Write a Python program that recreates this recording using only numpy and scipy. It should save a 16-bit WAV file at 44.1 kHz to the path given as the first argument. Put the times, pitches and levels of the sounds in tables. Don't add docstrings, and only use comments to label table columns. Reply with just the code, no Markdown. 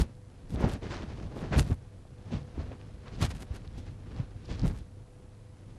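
import sys
import numpy as np
from scipy.fft import rfft, irfft, next_fast_len
from scipy.io import wavfile
from scipy.ndimage import map_coordinates

SR = 44100
rng = np.random.default_rng(int(sys.argv[2]) if len(sys.argv) > 2 else 0)


def master_out(mix):
    frames = np.transpose(np.atleast_2d(mix))
    ceiling = np.clip(frames, -1, 1)
    pcm = np.round(ceiling * 32767).astype(np.int16)
    wavfile.write(sys.argv[1], SR, pcm)


N = 254884

# t/s, rise/s, hold/s, fall/s, flap/dB, rub/dB, whip/dB, sheen/dB
SWINGS = [(0.0, .01, 0.0044, 0.035, -16.5, -28, -44, -42.5), (0.51, .02, 0.047, .04, -30, -52, -74, -60.5),
          (0.61, 0.072, 0.053, 0.068, -29, -29, -45, -53),
          (0.70, 0.031, 0.057, 0.027, -35, -41, -51, -54.5),
          (0.83, 0.018, 0.029, 0.065, -37, -38.5, -49.5, -54),
          (0.905, .03, 0.058, 0.11, -39, -40, -44.5, -50), (1.01, 0.06, .02, .06, -38.5, -41, -52.5, -59),
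          (1.10, 0.13, 0.11, 0.1, -38.5, -48, -57, -61.5),
          (1.25, 0.068, 0.021, 0.026, -33, -45.5, -68, -63),
          (1.37, 0.1, .08, 0.093, -40.5, -37.5, -54, -58.5),
          (1.532, 0.014, .012, 0.039, -29, -30, -32, -44.5),
          (1.585, 0.096, 0.01, 0.06, -19, -31.5, -43, -44.5),
          (1.65, 0.033, 0.041, 0.045, -36, -46, -59, -60), (1.713, .02, 0.0065, 0.03, -21, -34.5, -49, -61),
          (2.33, 0.068, 0.027, 0.09, -32, -39.5, -52, -55), (2.59, 0.088, 0.035, 0.16, -36, -43, -54, -60),
          (2.72, 0.031, .005, 0.047, -52, -44.5, -58, -72),
          (3.07, 0.037, 0.0086, 0.061, -68, -53, -50, -61),
          (3.14, .05, 0.089, 0.039, -35.5, -46.5, -61, -58.5),
          (3.222, 0.021, 0.013, 0.046, -22, -32, -36.5, -39.5),
          (3.305, 0.035, 0.014, .02, -41.5, -46, -49.5, -60),
          (3.355, 0.081, 0.013, 0.034, -36, -50.5, -59, -60),
          (3.415, .04, 0.018, 0.033, -36.5, -47, -57, -76), (3.55, 0.086, 0.024, 0.021, -48, -48, -58, -60),
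          (3.78, 0.036, 0.016, 0.1, -38.5, -50, -67, -58), (3.865, .02, 0.034, .15, -39.5, -73, -62.5, -65),
          (4.18, 0.19, 0.034, 0.067, -34.5, -49.5, -56, -61.5),
          (4.365, 0.034, 0.0074, .03, -39.5, -63, -74, -72), (4.44, 0.027, 0.0089, .03, -38, -59, -68, -68),
          (4.515, 0.1, 0.043, 0.042, -33, -43.5, -54, -53.5),
          (4.59, 0.036, 0.021, 0.036, -47, -43, -60, -57),
          (4.635, 0.04, 0.025, 0.057, -20, -37, -53, -55.5),
          (4.68, .03, 0.024, 0.12, -29, -42.5, -53.5, -62.5),
          (4.80, 0.07, 0.01, 0.062, -36.5, -69, -80, -68)]
# flap/dB, rub/dB, whip/dB, sheen/dB
REST_DB = (-47, -57.5, -68.5, -71.5)
# t/s, offset/dB
STIR = [(0.0, 9), (0.15, -6), (0.48, 0), (1.8, -1), (2.0, -3.5), (2.3, 2.5), (2.9, 1.5), (3.2, 3),
        (3.7, 2.5), (4.0, -0.5), (4.45, 0.5), (4.9, -4.5), (5.5, -4), (5.78, 0.5)]


def swing_levels():
    return bursts(SWINGS, np.array(REST_DB)[:, None] + curves(STIR))


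# f/Hz, relative level/dB
FLAP_SPECTRUM = [(15, -40), (28, -2), (50, 2.5), (100, 0), (180, -7), (300, -17), (600, -42.5)]
RUB_SPECTRUM = [(90, -25), (200, 4.5), (330, 0.5), (600, -4.5), (1100, -15), (2000, -25), (5000, -63)]
WHIP_SPECTRUM = [(500, 2.5), (1100, 6), (1700, 2.5), (2600, -5), (4000, -36), (8000, -65)]
SHEEN_SPECTRUM = [(1500, -11.5), (3000, 2), (4200, 1), (6300, -5.5), (8000, -13), (12000, -32)]


def cloth(flap_db, rub_db, whip_db, sheen_db):
    flutter = wobble(60)
    flap = unit(amp(1.5 * wobble(25)) * noise(FLAP_SPECTRUM))
    rub = unit(amp(2.15 * flutter) * coloured(grit(300, 2.2, share=0.38), RUB_SPECTRUM))
    fibres = amp(1.56 * flutter) * grit(700, 5.7, share=0.32)
    whip = unit(coloured(fibres, WHIP_SPECTRUM))
    sheen = unit(coloured(fibres, SHEEN_SPECTRUM))
    return amp(flap_db) * flap + amp(rub_db) * rub + amp(whip_db) * whip + amp(sheen_db) * sheen


# t/s, peak/dB, nominal f/Hz, t60/s
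THUMPS = [(0.017, -17.5, 81.5, 0.077), (0.533, -24.5, 121, 0.029), (0.56, -22.5, 62, 0.072),
          (0.624, -26, 112, 0.025), (0.646, -8, 121, 0.013), (0.668, -18, 97, 0.051),
          (0.731, -33.5, 145, 0.06), (1.431, -29, 175, 0.1), (1.517, -22.5, 141, 0.044),
          (1.54, -26, 131, 0.053), (1.574, -17, 142, 0.027), (1.591, -14.5, 147, 0.081),
          (1.607, -15, 61.3, 0.076), (1.675, -25.5, 130, 0.036), (1.723, -18, 89.5, 0.085),
          (2.318, -31, 116, 0.038), (2.336, -30, 202.5, 0.37), (2.593, -24.5, 84.5, 0.081),
          (3.229, -18.5, 81, 0.045), (3.242, -18.5, 136, 0.054), (3.286, -26.5, 86, 0.2),
          (3.513, -23.5, 73, 0.074), (3.13, -37, 69.5, 0.051), (4.202, -19, 122, 0.053),
          (4.517, -30, 133, 0.065), (4.646, -15, 174, 0.076), (4.676, -23, 59.5, 0.05),
          (4.702, -28, 44.3, 0.05)]


def thumps():
    out, t = np.zeros(N + SR), np.arange(SR // 4) / SR
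    for s, db, hz, t60_s in THUMPS:
        cycles = hz * (0.71 * t + 0.006724 * (1 - np.exp(-t / 0.011)))
        push = -np.sin(2 * np.pi * cycles) * amp(-60 * t / t60_s) * (1 - np.exp(-t / 0.0046))
        add(out, s, amp(db) * push / np.abs(push).max(), lead=round(0.00591 * SR))
    return out[:N]


# t/s, hold/s, level/dB
DRAGS = [(0.0, 0.02, -38), (0.5, 0.055, -60), (0.606, 0.017, -58), (0.683, 0.018, -55), (0.72, 0.02, -51.5),
         (1.356, 0.063, -62), (1.557, .02, -58), (1.588, 0.01, -34.5), (1.613, .012, -50),
         (1.645, 0.098, -58.5), (3.219, 0.04, -43), (3.294, 0.025, -53.5), (3.35, 0.024, -55.5),
         (3.402, 0.032, -53.5), (3.551, 0.015, -54), (3.782, .012, -61.5), (4.659, 0.026, -51),
         (4.7, 0.092, -64.5)]
# t/s, peak/dB
SNAPS = [(0.0109, -21), (0.0192, -26), (0.0304, -32), (0.7238, -30), (1.4197, -34), (1.5728, -29),
         (1.5904, -19), (1.5966, -17), (1.621, -26), (1.6271, -32), (1.665, -34), (3.2164, -22),
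         (3.2225, -21), (3.2253, -19), (3.2289, -14), (3.2349, -20), (3.2378, -23), (3.2514, -22),
         (3.2566, -22), (3.2597, -26), (3.2685, -29), (3.3039, -28), (3.3079, -26), (3.3122, -23),
         (3.4065, -34), (3.4238, -28), (3.4303, -30), (3.5508, -34), (3.5674, -34), (3.7864, -37),
         (4.66, -31), (4.6714, -33), (4.6785, -29)]
DRAG_EDGE_S, DRAG_REST_DB = 0.019, -78.5


def crackle():
    drags = [(s, DRAG_EDGE_S, hold_s, DRAG_EDGE_S, db) for s, hold_s, db in DRAGS]
    (crackle_db,) = bursts(drags, DRAG_REST_DB)
    slips = amp(2 * wobble(150)) * grit(1500, 4, share=0.7)
    stream = np.convolve(slips, spike(half_width_s=2e-5), "same")
    stream = unit(coloured(stream, [(200, -54), (1200, -18.5), (3000, -16.5), (22000, 10)]))
    lesser = random_events(per_s=200, level_db=crackle_db + 19.5, scatter_db=5)
    snaps = np.zeros(N + SR)
    for s, db, *_ in [*SNAPS, *lesser]:
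        add(snaps, s, -amp(db) * spike(half_width_s=3e-5), lead=64)
    return amp(crackle_db) * stream + snaps[:N]


# t/s, peak/dB, f/Hz
KNOCKS = [(0.504, -32, 246), (0.543, -23.5, 252), (0.825, -32.5, 301), (1.211, -32.5, 283),
          (1.363, -31, 330), (1.524, -25.5, 600), (1.7, -28, 356), (1.707, -20, 242), (2.052, -44.5, 640),
          (2.579, -25.5, 267), (2.716, -33, 490), (3.616, -57, 280), (4.198, -37, 265), (4.97, -42, 338)]
KNOCK_T60_CYCLES = 6.1


def knocks():
    out, t = np.zeros(N + SR), np.arange(1500) / SR
    for s, db, hz in KNOCKS:
        envelope = amp(-60 * t * hz / KNOCK_T60_CYCLES) * (1 - np.exp(-t / 0.00054))
        ring = np.sin(2 * np.pi * hz * t) * envelope
        add(out, s, -amp(db) * ring / ring.max(), lead=0)
    return out[:N]


# t/s, peak/dB, f/Hz
TICKS = [(0.1525, -52, 4060), (0.5598, -36, 3500), (0.6428, -34, 3040), (0.668, -31, 2160),
         (0.697, -33, 3200), (0.8311, -38, 3060), (1.0229, -34, 3060), (1.3913, -37, 3410),
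         (1.4603, -38, 2520), (1.5313, -26, 2460), (1.562, -25, 2460), (2.3345, -34, 2930),
         (2.3451, -35, 3210), (2.7193, -41, 2710), (2.8142, -39, 2640), (3.082, -38, 3600),
         (3.619, -46, 2370), (3.6768, -40, 3960), (4.2015, -37, 2030), (4.4545, -43, 4870),
         (4.4585, -42, 4700), (4.5261, -36, 4790), (4.5954, -31, 4840), (4.6178, -35, 4390),
         (4.796, -47, 3620)]
TICK_MEDIAN_HZ, TICK_T60_S = 3570, 0.0022


def ticks(sheen_db):
    out, t = np.zeros(N + SR), np.arange(200) / SR
    events = random_events(per_s=37, level_db=sheen_db + 12, scatter_db=3)
    lesser = [(s, db, TICK_MEDIAN_HZ * np.exp(0.24 * z)) for s, db, z in events]
    envelope = amp(-60 * t / TICK_T60_S) * (1 - np.exp(-t / 6e-5))
    for s, db, hz in TICKS + lesser:
        ring = np.sin(2 * np.pi * hz * t) * envelope
        add(out, s, -amp(db) * ring / np.abs(ring).max(), lead=6)
    return out[:N]


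# f/Hz, relative level/dB
RUMBLE_SPECTRUM = [(15, -32), (25, 0), (60, -16.5), (130, -18.5), (200, -18.5), (340, -22), (750, -30.5),
                   (2300, -48), (5000, -65)]


def rumble():
    return amp(-54.5 + 0.98 * wobble(3.3)) * noise(RUMBLE_SPECTRUM)


# f/Hz, rms level/dB, waver/dB
HUM_LINES = [(100.8, -51, 3.5), (126.5, -58, 4.5), (497, -64, 2.5)]


def hum():
    out, t = np.zeros(N), np.arange(N) / SR
    for hz, db, waver_db in HUM_LINES:
        peak = np.sqrt(2) * amp(db + waver_db * wobble(12))
        out += peak * np.sin(2 * np.pi * hz * t + 1.16 * wobble(9))
    return out


def amp(db):
    return 10 ** (np.asarray(db) / 20)


def unit(x):
    return x / np.sqrt(np.mean(x ** 2) + 1e-20)


def curves(rows):
    s, *columns = np.transpose(rows)
    return [np.interp(np.arange(N) / SR, s, column) for column in columns]


def wobble(knots_per_s):
    knots = rng.standard_normal(int(N * knots_per_s / SR) + 4)
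    return map_coordinates(knots, [np.arange(N) * knots_per_s / SR])


def coloured(x, points):
    size = next_fast_len(N + 8192)
    hz, db = np.transpose(points)
    bins_hz = np.fft.rfftfreq(size, 1 / SR)
    gain = amp(np.interp(np.log(bins_hz + 1), np.log(hz + 1), db, -120, -120))
    return irfft(rfft(x, size) * gain, size)[..., :N]


def noise(spectrum):
    return unit(coloured(rng.standard_normal(N), spectrum))


def grit(per_s, spread_db, share):
    hit = rng.random(N) < per_s / SR
    size = np.minimum(rng.exponential(size=N), 3)
    grains = -(hit * amp(min(spread_db, 4) * size))
    return np.sqrt(share) * unit(grains) + np.sqrt(1 - share) * rng.standard_normal(N)


def spike(half_width_s):
    return 1 / (1 + (np.arange(-64, 65) / (half_width_s * SR)) ** 2)


def add(track, s, sound, lead):
    start = round(s * SR) - lead
    track[max(start, 0):start + len(sound)] += sound[max(-start, 0):]


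def bursts(rows, rest_db):
    t, power = np.arange(N) / SR, amp(2 * np.asarray(rest_db))
    for s, rise_s, hold_s, fall_s, *db in rows:
        before = np.maximum(s - t, 0) / rise_s
        after = np.maximum(t - s - hold_s, 0) / fall_s
        burst_db = np.array(db)[:, None] - 20 * (before + after)
        power = power + amp(2 * burst_db)
    return 10 * np.log10(power)


def random_events(per_s, level_db, scatter_db):
    s = np.cumsum(-np.log(1 - rng.random(3000))) / per_s
    inside = s < N / SR
    s, deviates = s[inside], rng.standard_normal((3000, 2))[inside]
    peak_db = level_db[(s * SR).astype(int)] + scatter_db * deviates[:, 0]
    return np.c_[s, peak_db, deviates[:, 1]]


def scene():
    flap_db, rub_db, whip_db, sheen_db = swing_levels()
    clothing = cloth(flap_db, rub_db, whip_db, sheen_db) + crackle() + knocks() + ticks(sheen_db)
    mono = clothing + thumps() + rumble() + hum()
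    return np.array([mono, mono])


# f/Hz, gain/dB
TREBLE_ROLLOFF = [(20, -3), (9000, -2), (11500, -5), (12500, -12), (13700, -31)]
# f/Hz, relative level/dB
MID_HISS_SPECTRUM = [(300, 8), (3000, -2.5), (10500, -2), (11300, -4), (11800, -45), (13500, -36)]
SIDE_HISS_SPECTRUM = [(20, -18), (3500, -24), (6000, -13), (8500, -7), (11000, -1), (12200, -13),
                      (13700, -18)]
BOTTOM_HZ, TOP_HZ = 5, 13824


def record(dry):
    mid = coloured(dry, TREBLE_ROLLOFF) + amp(-72.5) * noise(MID_HISS_SPECTRUM)
    side = amp(-85.5) * noise(SIDE_HISS_SPECTRUM)
    return coloured(mid + side * np.array([[1], [-1]]), [(BOTTOM_HZ, 0), (TOP_HZ, 0)])


dry = scene()
out = record(dry)
master_out(out)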